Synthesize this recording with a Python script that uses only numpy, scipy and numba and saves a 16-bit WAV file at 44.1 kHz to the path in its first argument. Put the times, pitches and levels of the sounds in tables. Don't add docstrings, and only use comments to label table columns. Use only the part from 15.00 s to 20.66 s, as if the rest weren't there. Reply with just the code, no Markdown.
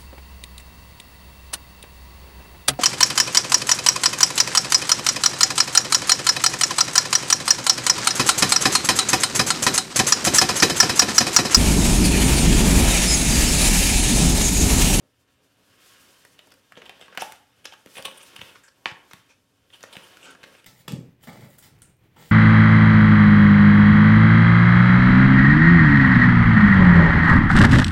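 import sys
import numpy as np
from scipy import signal
from scipy.fft import rfft, irfft, next_fast_len
from scipy.io import wavfile
from scipy.ndimage import uniform_filter1d
from numba import njit

SR = 44100
rng = np.random.default_rng(int(sys.argv[2]) if len(sys.argv) > 2 else 0)


def unload_wav(signal):
    wavfile.write(
        sys.argv[1],
        SR,
        np.round(np.clip(np.atleast_2d(signal).T, -1, 1) * 32767).astype(np.int16),
    )


N = 249606

# pitch in Hz, width in Hz, gain in dB.
BODY_MODES = [(1333, 365, 3), (1776, 367, 6), (2433, 1290, 2), (3060, 420, 7), (3610, 525, -2),
              (6080, 2000, -11.5)]
SKIN_MODES = [(4900, 3500, 7), (10200, 2800, -2.5), (6480, 2300, -42), (13330, 8500, 2)]
PANEL_MODES = [(381, 285, 7.5), (534, 312, 9), (782, 230, 6), (917, 88, 9.5), (1108, 28, 5.5)]
TABLE_MODES = [(70.2, 37, -3), (112, 169, -3), (163, 130, 1.5), (251, 106, -0.5), (467, 236, -3.5)]
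# start in seconds, body peak in dB, body pitch struck hardest in Hz, crack and
# panel peaks in dB relative to the body, panel pitch struck hardest in Hz. The rows at 2.18 s and 2.227 s are
CLACKS = [(1.25, -41, 1230, 1, -4, 457), (1.391, -36, 3070, -6, -9, 620), (1.471, -51.5, 1720, 1, 1, 700),
          (1.504, -52, 3240, 2, -8, 766), (1.52, -43.5, 1650, -1, -24, 549),
          (1.539, -54, 1760, 8, -17, 750), (1.721, -34.5, 1660, -11, -15, 684),
          (1.773, -36, 3130, -16, 0.5, 543), (1.819, -31, 2250, -26, -7, 483),
          (1.856, -39, 3120, -12, -26, 907), (1.894, -28, 2780, -13.5, -10.5, 890),
          (1.995, -46, 2700, -7, -1, 690), (2.012, -32.5, 2630, -13, -5, 496),
          (2.024, -34.5, 2550, -20, -8.5, 640), (2.081, -37, 1330, -26, -9, 1100),
          (2.125, -41.5, 1320, -27, 1.5, 505), (2.148, -38, 1200, -21, -6, 1170),
          (2.151, -39, 1380, -5, -6, 1050), (2.174, -13.5, 1730, -12.5, -19, 1070),
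          (2.18, -25, 1470, -10, -3.5, 855), (2.221, -25, 1550, -4, 5.5, 752),
          (2.227, -27, 2820, -14, -27, 666), (2.321, -31.5, 1600, -2.5, -51, 877),
          (2.653, -27, 3160, -24, -16.5, 814), (2.723, -36.5, 3180, -17, -5, 814),
          (2.737, -35.5, 1390, -10, -13.5, 1180), (2.86, -40, 1880, 1, 1, 452),
          (2.871, -40.5, 1710, -20, -17, 584), (2.954, -34, 2910, -21, -28, 635),
          (2.969, -26.5, 2820, -23, -8, 564), (2.983, -32.5, 3340, -21, 6, 530),
          (3.024, -39, 3730, 5.5, -22, 544), (3.053, -21, 2970, -3.5, -16, 1170),
          (3.071, -32.5, 2960, -19, -8, 1096), (3.112, -35, 2960, -6, -26, 516),
          (3.362, -32.5, 2920, -3, -18, 960), (3.391, -34.5, 1700, -19, -22, 435),
          (3.415, -24.5, 2900, -13, -9.5, 484), (3.857, -8, 2410, -39, -14, 990),
          (3.913, -32.5, 2340, -21, -6, 910), (4.111, -37, 1400, -12, -5, 540),
          (4.133, -29, 2230, -5, -13.5, 1110), (4.702, -44, 2710, -29, -33, 834),
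          (4.807, -45.5, 2830, -3, -9, 870), (4.837, -28.5, 1620, -11, -4.5, 462),
          (4.954, -32, 2700, -22, -8.5, 765), (4.967, -24.5, 2750, -13.5, -47, 446),
          (5.17, -35.5, 1480, -6, -23, 423), (5.35, -39, 1390, -21, -17, 826),
          (5.431, -33.5, 1840, -15, -32, 546), (5.438, -30.5, 2030, -29, -16, 921),
          (5.55, -42.5, 2300, -14, -1.5, 506), (5.643, -42, 2610, -4.5, -30, 439)]


def snaps_and_clacks():
    out, size = np.zeros(N + SR), SR // 8
    t = np.arange(size) / SR
    click = np.exp(-((t - .0006) / .00005) ** 2)
    for start, peak_db, body_hz, crack_db, panel_db, panel_hz in CLACKS:
        chatter = rng.standard_normal(size) * np.exp(-t / 0.0044) * undb(-21.5 - 0.33 * peak_db)
        push = click + chatter
        edge = rng.standard_normal(size) * t * np.exp(-t / 0.00086)
        body = ring(push, BODY_MODES, focus_db(BODY_MODES, body_hz, reach_oct=0.83))
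        panels = ring(push, PANEL_MODES, focus_db(PANEL_MODES, panel_hz, reach_oct=0.34))
        clack = peak_at(body, peak_db) + peak_at(panels, peak_db + panel_db)
        crack = peak_at(ring(edge, SKIN_MODES), peak_db + crack_db)
        thump_db = -47.5 + 0.83 * (peak_db + 30)
        thump = peak_at(ring(push, TABLE_MODES), thump_db)
        at = int(start * SR)
        out[at:at + size] += clack + crack + thump
    return out[:N]


# start in seconds, tone level at the crest in dB, length in ms, share of the length
# spent rising, tone pitch in Hz, hiss in dB relative to the tone, hiss pitch in Hz.
SWELLS = [(1.374, -58.5, 30, 0.5, 3170, -23, 5900), (1.512, -59.5, 17, 0.5, 3520, 4.5, 4770),
          (1.753, -53, 9, .3, 2800, -18, 6000), (1.767, -45.5, 12.7, .2, 3220, -30, 6000),
          (1.77, -49, 39, 0.2, 462, -14.5, 6500), (1.816, -45, 9.2, 0.2, 2000, -20, 6000),
          (1.859, -45.5, 14.6, 0.13, 3040, -15, 7900), (2.003, -53, 81, 0, 2800, -7.5, 8100),
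          (2.124, -51, 16, 0.35, 1380, -18, 5500), (2.191, -36.5, 26.4, 0.84, 2800, 0.5, 5600),
          (2.216, -30, 8, 0.63, 2610, -5, 10100), (2.642, -52, 19, 0.15, 2970, -2.5, 9300),
          (2.654, -32.5, 7.1, 0.16, 3350, 1, 5140), (2.669, -45, 14, 0.2, 3340, -21, 5500),
          (2.706, -50.5, 41, 0.7, 3300, -7, 5500), (2.951, -40, 38, 0.9, 2600, -5.5, 9500),
          (2.984, -38.5, 34, 0.24, 550, -18, 9600), (3.024, -48, 10, 0.4, 555, -19, 9500),
          (3.045, -31, 24.3, 0.48, 3340, -8, 9050), (3.049, -46, 17, .6, 1120, 2, 13000),
          (3.079, -41, 19, .05, 553, -28, 9500), (3.172, -50.5, 18, 0.23, 3280, 5, 9300),
          (3.193, -47.5, 28, 0.95, 2800, -9, 6360), (3.221, -53.5, 24, 0.5, 2700, 6.5, 8950),
          (3.356, -43.5, 15.3, 0.64, 2860, -8, 8600), (3.408, -40, 18, 0.35, 2980, -18, 6100),
          (3.44, -52.5, 70, .83, 2770, -20, 9300), (3.549, -46.5, 25, .37, 1410, -22, 5500),
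          (3.633, -59.5, 68, 0, 1630, 1.5, 7440), (3.676, -54.5, 17, 0.57, 1510, -1.5, 5200),
          (3.862, -50, 60, .05, 5200, -3, 6400), (4.11, -48, 15, 0, 2020, -8, 6100),
          (4.286, -55.5, 59, 0.3, 2480, -6.5, 5800), (4.723, -50.5, 50, 0.33, 3020, -10.5, 8700),
          (4.829, -40, 4, .24, 2350, 2.5, 6100), (4.926, -43, 23, 0.07, 3560, -6.5, 8550),
          (5.02, -55, 30, 0.74, 2850, -3, 9300), (5.198, -47.5, 64, 1, 2780, -7, 7800),
          (5.254, -48.5, 112, 0.03, 1476, -11.5, 6660), (5.239, -55, 100, 0.53, 264, -30, 6000),
          (5.302, -51, 21, 0.32, 1470, -3.5, 9000), (5.429, -48.5, 23, 0.42, 1820, 2, 3720),
          (5.55, -54.5, 55, 0.96, 2560, -10, 8600)]


def scuffs_and_bright_tail():
    out, size = np.zeros(N + SR), SR // 8
    ms = 1000 * np.arange(size) / SR
    grit = slips(per_s=12000, spread_db=1.57)
    for start, db, length_ms, rise, hz, hiss_db, hiss_hz in SWELLS:
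        width_hz = 316 * (hz / 1000) ** 1.2 * (length_ms / 20) ** -0.43
        at = int(start * SR)
        grains = grit[at - size:at]
        crest_ms = np.clip(rise, .05, .95) * length_ms
        envelope = np.interp(ms, [0, crest_ms, length_ms], [0, 1, 0])
        tone = rms_at(band(band(grains, hz, width_hz), hz, width_hz), 0)
        box = rms_at(ring(grains, PANEL_MODES + BODY_MODES), -3.5)
        hiss = rms_at(band(grains, hiss_hz, 0.21 * hiss_hz), hiss_db)
        out[at:at + size] += undb(db) * envelope * (tone + box + hiss)
    return out[:N]


# time in seconds, then card, glossy hiss and panel levels in dB.
RUB_LEVELS = [(0.05, -76, -78.5, -83), (0.62, -69.5, -72, -75.5), (0.88, -58, -59.5, -69),
              (1.2, -63.5, -63.5, -69), (1.68, -68.5, -72, -74.5), (1.84, -60.5, -69, -60),
              (2.17, -58.5, -70.5, -70.5), (2.23, -50.5, -53.5, -57), (2.46, -69, -73.5, -85),
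              (2.84, -68.5, -67.5, -77), (2.96, -55, -53.5, -61), (3.1, -57, -64.5, -59),
              (3.29, -56, -61.5, -63), (3.5, -55.5, -58, -59), (3.68, -72, -74, -83), (3.92, -71, -68, -58),
              (4.18, -60.5, -68.5, -78.5), (4.42, -76.5, -76.5, -79.5), (4.65, -73.5, -77, -79.5),
              (4.76, -62.5, -66.5, -72.5), (4.97, -55.5, -60.5, -57.5), (5.17, -57.5, -62.5, -62.5),
              (5.37, -65, -72, -69), (5.55, -56.5, -64.5, -64.5), (5.66, -69.5, -76, -80)]


def rubbing():
    times, *faders = np.transpose(RUB_LEVELS)
    card_db, hiss_db, panel_db = (np.interp(np.arange(N) / SR, times, fader) for fader in faders)
    rumble_db = -65.5 + 0.61 * (panel_db + 68)
    drag = slips(per_s=6000, spread_db=0.93) * flutter(rate_hz=40, depth_db=0.92)
    fine_drag = slips(per_s=7900, spread_db=1.2) * flutter(rate_hz=35, depth_db=1.57)
    shudder = rng.standard_normal(N) * flutter(rate_hz=16, depth_db=3.5)
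    card = rms_at(ring(drag, BODY_MODES), card_db)
    panels = rms_at(ring(drag, PANEL_MODES), panel_db)
    hiss = rms_at(ring(fine_drag, SKIN_MODES), hiss_db)
    rumble = rms_at(ring(shudder, TABLE_MODES), rumble_db)
    return card + panels + hiss + rumble


# start in seconds, peak in dB, pitch in Hz.
THUDS = [(1.772, -46, 240), (1.896, -57, 300), (2.175, -55, 317), (2.18, -52, 117), (2.221, -47, 197),
         (2.654, -52, 241), (2.861, -42.5, 252), (2.99, -41, 234), (3.07, -46, 260), (3.388, -45.5, 128),
         (3.417, -41, 260), (3.425, -46.5, 116), (3.86, -58, 182), (3.916, -40, 150), (4.135, -42.5, 180),
         (4.838, -45, 303), (4.966, -40.5, 192), (5.432, -48, 199)]


def table_thuds():
    out, size = np.zeros(N + SR), SR // 8
    ms = 1000 * np.arange(size) / SR
    for start, peak_db, hz in THUDS:
        contact_ms = 3.1 * (180 / hz) ** 0.51
        push = np.exp(-(2 * ms / contact_ms - 2) ** 2)
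        at = int(start * SR)
        out[at:at + size] += peak_at(band(push, hz, 0.5 * hz), peak_db)
    return out[:N]


# band centre in Hz, seconds to fall by 60 dB.
ROOM_DECAY = [(150, 0.26), (500, 0.5), (1500, 0.39), (3500, 0.23), (6000, 0.22), (10000, 0.39)]


def bare_room(x, tail_db=-7.5, onset_s=0.00073):
    t = np.arange(int(.7 * SR)) / SR
    tail = sum(band(rng.standard_normal(len(t)), hz, 1.28 * hz) * undb(-60 * t / t60)
               for hz, t60 in ROOM_DECAY)
    tail *= 1 - np.exp(-t / onset_s)
    response = undb(tail_db) * tail / np.sqrt(np.sum(tail ** 2))
    response[0] += 1
    return signal.fftconvolve(x, response)[:N]


# frequency in Hz, relative level in dB.
ROOM_TONE = [(15, -78), (25, -17), (102, -2), (123, -1), (141, -10), (249, -9.5), (285, 0.5), (344, -26),
             (863, -35), (1190, -38), (4610, -45), (14400, -42), (16000, -61)]


def room_tone():
    size = next_fast_len(N)
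    hz, db = np.transpose(ROOM_TONE)
    bin_hz = np.arange(size // 2 + 1) * SR / size
    colour = undb(np.interp(np.log(bin_hz + 1), np.log(hz), db))
    air = irfft(rfft(rng.standard_normal(size)) * colour, size)[:N]
    return rms_at(air, -69.5) * flutter(rate_hz=3, depth_db=1.0)


def undb(db):
    return 10 ** (np.asarray(db) / 20)


def rms_at(x, db):
    return x * undb(db) / np.sqrt(np.mean(x ** 2))


def peak_at(x, db):
    return x * undb(db) / np.abs(x).max()


@njit
def band(x, hz, width_hz):
    g, damping = np.tan(np.pi * hz / SR), width_hz / hz
    y, band_state, low_state = np.empty(len(x)), 0., 0.
    for i in range(len(x)):
        swing = (band_state + g * (x[i] + 1e-18 - low_state)) / (1 + g * (g + damping))
        band_state = 2 * swing - band_state
        low_state += 2 * g * swing
        y[i] = damping * swing
    return y


def ring(x, modes, trim_db=0):
    trims = trim_db + np.zeros(len(modes))
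    return sum((-1) ** k * undb(db + trims[k]) * band(x, hz, width_hz)
               for k, (hz, width_hz, db) in enumerate(modes))


def focus_db(modes, hz, reach_oct):
    return -6 * (np.log2(np.array(modes)[:, 0] / hz) / reach_oct) ** 2


def flutter(rate_hz, depth_db):
    hold = int(SR / rate_hz)
    steps = np.repeat(rng.standard_normal(N // hold + 1), hold)
    return undb(depth_db * 1.43 * uniform_filter1d(steps, hold)[:N])


def slips(per_s, spread_db):
    clicks = undb(spread_db * rng.exponential(size=N)) * rng.choice([-1., 1.], N)
    return rms_at(clicks * (rng.random(N) < per_s / SR), 0)


def scene():
    handling = snaps_and_clacks() + scuffs_and_bright_tail() + rubbing() + table_thuds()
    return (bare_room(handling) + room_tone())[None]


def record(dry, bass_hz=55, top_hz=15900):
    bass_cut = signal.butter(2, bass_hz, "high", fs=SR, output="sos")
    top_cut = signal.ellip(10, .2, 70, top_hz, fs=SR, output="sos")
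    return signal.sosfilt(top_cut, signal.sosfilt(bass_cut, dry))


dry = scene()
out = record(dry)
unload_wav(out)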